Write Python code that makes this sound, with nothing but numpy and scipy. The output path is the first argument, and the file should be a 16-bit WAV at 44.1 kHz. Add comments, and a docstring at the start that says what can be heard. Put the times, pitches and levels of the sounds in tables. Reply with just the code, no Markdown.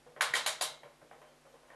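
"""Sharp tin clanks, close by: a hand winds the spring motor of a toy gramophone on a table.
One twist of the key drops the pawl over four ratchet teeth; each snap rings the tin case and fills
the small, live room. Before and after, the fingers shift their grip and the loose key knocks softly,
while the toy bumps the table now and then. Mains hum and faint hiss lie underneath.
Nearly mono, with a faint, uneven stereo spread."""
import sys
import numpy as np
from scipy import signal
from scipy.fft import rfft, irfft, next_fast_len
from scipy.io import wavfile

SR = 44100
rng = np.random.default_rng(int(sys.argv[2]) if len(sys.argv) > 2 else 0)


def dump(signal):
    """Clip the signal to [-1, 1] and save it as 16-bit WAV at the path in sys.argv[1]."""
    limited = np.clip(np.atleast_2d(signal).T, -1, 1)
    pcm = np.round(limited * 32767).astype(np.int16)
    wavfile.write(sys.argv[1], SR, pcm)


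N = 77175
TAIL = 32768  # samples given to one sound to die away
SNAP_RISE_S, SNAP_HOLD_S, SNAP_T60_S = 0.0023, 0.0045, 0.013


def ratchet():
    """The pawl snaps off each tooth: a crack, a clank and a ring, changing colour as the wheel turns."""
    # The second tooth catches twice. Each row: start in seconds, direct and room gains in dB,
    # low clank in Hz and its dB, high clank in Hz and its dB, then a tint in dB at each of tint_hz.
    snaps = [(0.2077, -16, -18.5, 1524, -24, 2200, -29, -5, 4, -4.5, 5, 5.5, 3.5, 0.65, -1.9, -3.1),
             (0.3368, -19.5, -24.5, 518, -36, 2083, -28.5, 10, 7, 0, -6, 11, 0, 2.1, -0.13, -3.1),
             (0.353, -20, -21, 1580, -31, 3198, -23, -4, 7.5, -4, 3, -1, 3.5, 2.1, -0.81, -4.2),
             (0.4613, -13.5, -19, 757, -22.5, 3960, -29, -0.5, -0.5, -2, -2, -0.5, 0.5, 0.41, 0.32, -0.97),
             (0.6100, -17.5, -19, 675, -26, 4780, -25, 0.5, 0.5, 0, -4, -6, -1, 0.4, -0.77, 1)]
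    # Where the tint of a snap is set, in Hz.
    tint_hz = [330, 480, 700, 1050, 1900, 2700, 3900, 6500, 10200]
    # Colour of the direct sound. Each row: frequency in Hz, gain in dB.
    direct_colour = [(500, 3), (4000, 2), (5600, -5), (6800, 2), (8200, -18), (10200, 2.5), (12000, -6.5)]
    # Colour of the snapped tin case. Each row: frequency in Hz, gain in dB.
    case_colour = [(59, -46), (100, -40), (135, -24), (179, -28), (368, -22.5), (477, -11.5), (517, -11.5),
                   (644, -1.5), (698, -12.5), (756, -5.5), (924, -4), (1040, -7), (1220, -5), (2230, -6.5),
                   (2470, -11.5), (3830, -5), (5280, -11.5), (10200, -8.5), (12000, -14.5), (15600, -41),
                   (22000, -120)]
    clank_t60_s, ring_db = 0.026, -18.5
    sheet_hz = rng.uniform(4280, 12150, size=44)
    out = np.zeros(N)
    for start, direct_db, room_db, low_hz, low_db, high_hz, high_db, *tint_db in snaps:
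        chatter = contact(SNAP_RISE_S, SNAP_HOLD_S, SNAP_T60_S)
        direct = coloured(chatter, lambda hz: direct_db + along(direct_colour, hz))
        crack = coloured(direct + amp(room_db) * room(), lambda hz: along(case_colour, hz))
        clank = amp(low_db) * mode(low_hz, clank_t60_s, SNAP_RISE_S)
        clank += amp(high_db) * mode(high_hz, clank_t60_s, SNAP_RISE_S)
        ringing = amp(room_db + ring_db) * (case_ring() + shimmer(sheet_hz))
        tint = list(zip(tint_hz, tint_db))
        add(out, start, coloured(crack + clank + ringing, lambda hz: along(tint, hz)))
    return out


def case_ring(scatter_db=2):
    """The modes of case and spring, struck a little differently each time."""
    # Each row: pitch in Hz, relative level in dB, seconds to fall 60 dB.
    modes = [(480.7, -19.5, 0.66), (551, -20.5, 0.55), (682, -12.5, 0.23), (751.6, -2.5, 0.25),
             (1051.2, -2, 0.29), (1430, -12.5, 0.15), (1548, -2, 0.15), (1903, 2.5, 0.083),
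             (2149, -21, 1.0), (2275, 0.5, 0.17), (3154, -7.5, 0.35), (3910, -19, 0.66),
             (3890, -10.5, 0.44), (3990, -16, 0.4), (4345, -15, 0.31), (7180, -4.5, 0.19), (10600, -14, .2)]
    return sum(amp(db + scatter_db * rng.standard_normal()) * mode(hz, t60_s, SNAP_RISE_S)
               for hz, db, t60_s in modes)


def shimmer(pitches_hz):
    """The thin tin sheet's high modes, each snap sharing its energy among them anew."""
    return amp(-15) * sum(rng.standard_normal() * mode(hz, t60_s=0.23, rise_s=0.0061)
                          for hz in pitches_hz)


def key_knocks():
    """Fingers nudge the slack key: dull knocks on the same case, each leaving one tone ringing."""
    # Each row: start in seconds, gain in dB, rise in seconds, brightness in dB per octave,
    # the tin's tone in Hz, its gain against the knock in dB.
    knocks = [(0.061, -41, 0.0058, -2, 490.5, -11.5), (0.161, -31.5, 0.0035, -1, 612.4, -22.5),
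              (0.832, -37.5, 0.0014, 1, 581, -19.5), (0.848, -42.5, 0.0044, 0, 579.5, -10),
              (1.013, -41.5, 0.0047, -2.5, 310, -21.5), (1.111, -36, 0.0024, 0.5, 809, -23),
              (1.215, -41, 0.0027, 1.5, 611, -15), (1.268, -48, .004, -0.5, 3130, -22),
              (1.316, -48.5, 0.0046, -3, 547, -14.5), (1.451, -42, 0.0037, -2.5, 545, -15.5),
              (1.494, -59, 0.0068, 7, 553, -13), (1.54, -42, 0.002, -2, 474, -22.5),
              (1.629, -48, 0.0031, 1, 606, -15), (1.682, -47.5, 0.0033, 2, 575, -14),
              (1.701, -39, 0.0022, 0.5, 1840, -23), (1.733, -43.5, 0.0028, 2.5, 580, -19)]
    # Colour of the softly knocked case. Each row: frequency in Hz, gain in dB.
    knock_colour = [(60, -29), (140, -10.5), (220, -10.5), (380, -6), (490, 5), (590, 3), (680, 1),
                    (850, -0.5), (1150, -3.5), (2100, -8), (2600, -18), (3150, -14.5), (5000, -40.5),
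                    (12000, -31.5)]
    room_db, ring_db, pivot_hz = -6, -22, 750
    out = np.zeros(N)
    for start, db, rise_s, slope_db, tone_hz, tone_db in knocks:
        chatter = contact(rise_s, hold_s=0.0027, t60_s=0.028)
        knock = chatter + amp(room_db) * room() + amp(ring_db) * case_ring()
        dull_knock = coloured(knock, lambda hz: along(knock_colour, hz)
                              + slope_db * np.log2(np.maximum(hz, 250) / pivot_hz))
        tone = amp(tone_db) * mode(tone_hz, t60_s=0.43, rise_s=rise_s)
        add(out, start, amp(db) * (dull_knock + tone))
    return out


def table_bumps():
    """The twisting hand rocks the toy on the table: faint low thuds."""
    # Each row: start in seconds, level in dB.
    bumps = [(0.087, -61), (0.302, -52), (0.383, -61), (0.487, -55), (0.611, -59), (0.712, -61),
             (0.843, -61), (1.02, -62.5)]
    out = np.zeros(N)
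    for start, db in bumps:
        add(out, start, amp(db) * mode(hz=142, t60_s=0.14, rise_s=0.005))
    return out


def room():
    """The small room answers one contact: it fills, then each frequency dies at its own speed."""
    # Each row: frequency in Hz, seconds to fall 60 dB.
    decay_times = [(150, 0.46), (530, 0.43), (1400, 0.38), (3700, .34), (7000, .28), (11000, 0.19)]
    first_wall_s, fill_s = 0.007, 0.0047
    hz, t, spectrum = signal.stft(rng.standard_normal(TAIL), SR, nperseg=256)
    fade = amp(-60 * np.maximum(t - first_wall_s - fill_s, 0) / along(decay_times, hz)[:, None])
    reverb = signal.istft(spectrum * fade, SR, nperseg=256)[1][:TAIL]
    build_up = np.clip((np.arange(TAIL) / SR - first_wall_s) / fill_s, 0, 1)
    return reverb * build_up


def hum_and_hiss():
    """Steady mains hum and faint hiss under everything."""
    # Mains lines. Each row: frequency in Hz, rms level in dB.
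    hum_lines = [(48.4, -81), (150.7, -76.5), (247.6, -77), (349.9, -80)]
    # Colour of the hiss. Each row: frequency in Hz, gain in dB.
    hiss_colour = [(18, -12), (30, -10), (95, -21), (149, -4.5), (197, -35), (240, -14), (301, -5.5),
                   (578, -4.5), (885, -6.5), (1050, -8), (12000, -21.5), (15600, -44), (22000, -120)]
    t = np.arange(N) / SR
    hum = sum(np.sqrt(2) * amp(db) * np.sin(2 * np.pi * (hz * t + rng.random())) for hz, db in hum_lines)
    hiss = coloured(rng.standard_normal(N), lambda hz: along(hiss_colour, hz) - 50)
    return hum + hiss


def contact(rise_s, hold_s, t60_s):
    """The brief chatter of two parts meeting."""
    t = np.arange(TAIL) / SR
    decay = amp(-60 * np.maximum(t - hold_s, 0) / t60_s)
    return rng.standard_normal(TAIL) * np.minimum(t / rise_s, 1) * decay


def mode(hz, t60_s, rise_s):
    """One struck resonance."""
    t = np.arange(TAIL) / SR
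    envelope = np.minimum(t / rise_s, 1) * amp(-60 * t / t60_s)
    return envelope * np.sin(2 * np.pi * (hz * t + rng.random()))


def amp(db):
    """Decibels to gain."""
    return 10 ** (np.asarray(db) / 20)


def along(points, hz):
    """A curve of (Hz, value) points, read on a log frequency axis."""
    point_hz, values = np.transpose(points)
    return np.interp(np.log(hz + 1), np.log(point_hz + 1), values)


def coloured(sound, gain_db):
    """A sound through a causal filter whose gain in dB is a function of frequency."""
    size = 2 * next_fast_len(len(sound))
    hz = np.fft.rfftfreq(size, 1 / SR)
    cepstrum = irfft(np.log(amp(gain_db(hz))), size)
    # Fold to minimum phase, so nothing rings ahead of a strike.
    cepstrum[1:size // 2] *= 2
    cepstrum[size // 2 + 1:] = 0
    return irfft(rfft(sound, size) * np.exp(rfft(cepstrum)), size)[:len(sound)]


def add(track, start_s, sound):
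    """Mix a sound into the track at its start time."""
    part = track[round(start_s * SR):][:len(sound)]
    part += sound[:len(part)]


def scene():
    """Ratchet, key, table and quiet room: nearly mono, with a faint, uneven stereo spread."""
    # Colour of the faint side signal. Each row: frequency in Hz, relative gain in dB.
    side_colour = [(60, -29), (110, -33), (200, -42), (360, -64), (650, -24), (1170, -11.5), (2120, -42.5),
                   (3830, -10.5), (6940, -47), (12600, -9)]
    mid = ratchet() + key_knocks() + table_bumps() + hum_and_hiss()
    scatter = contact(SNAP_RISE_S, SNAP_HOLD_S, SNAP_T60_S)
    smeared = signal.fftconvolve(mid, scatter / np.linalg.norm(scatter))[:N]
    side = coloured(smeared, lambda hz: along(side_colour, hz) - 4.5)
    return np.array([mid + side, mid - side])


def record(dry):
    """The top treble is cut off at a steep band limit."""
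    top_hz = 12150
    size = next_fast_len(N + SR // 2)
    hz = np.fft.rfftfreq(size, 1 / SR)
    low_pass = 1 / np.sqrt(1 + (hz / top_hz) ** 160)
    return irfft(rfft(dry, size) * low_pass, size)[:, :N]


dry = scene()
out = record(dry)
dump(out)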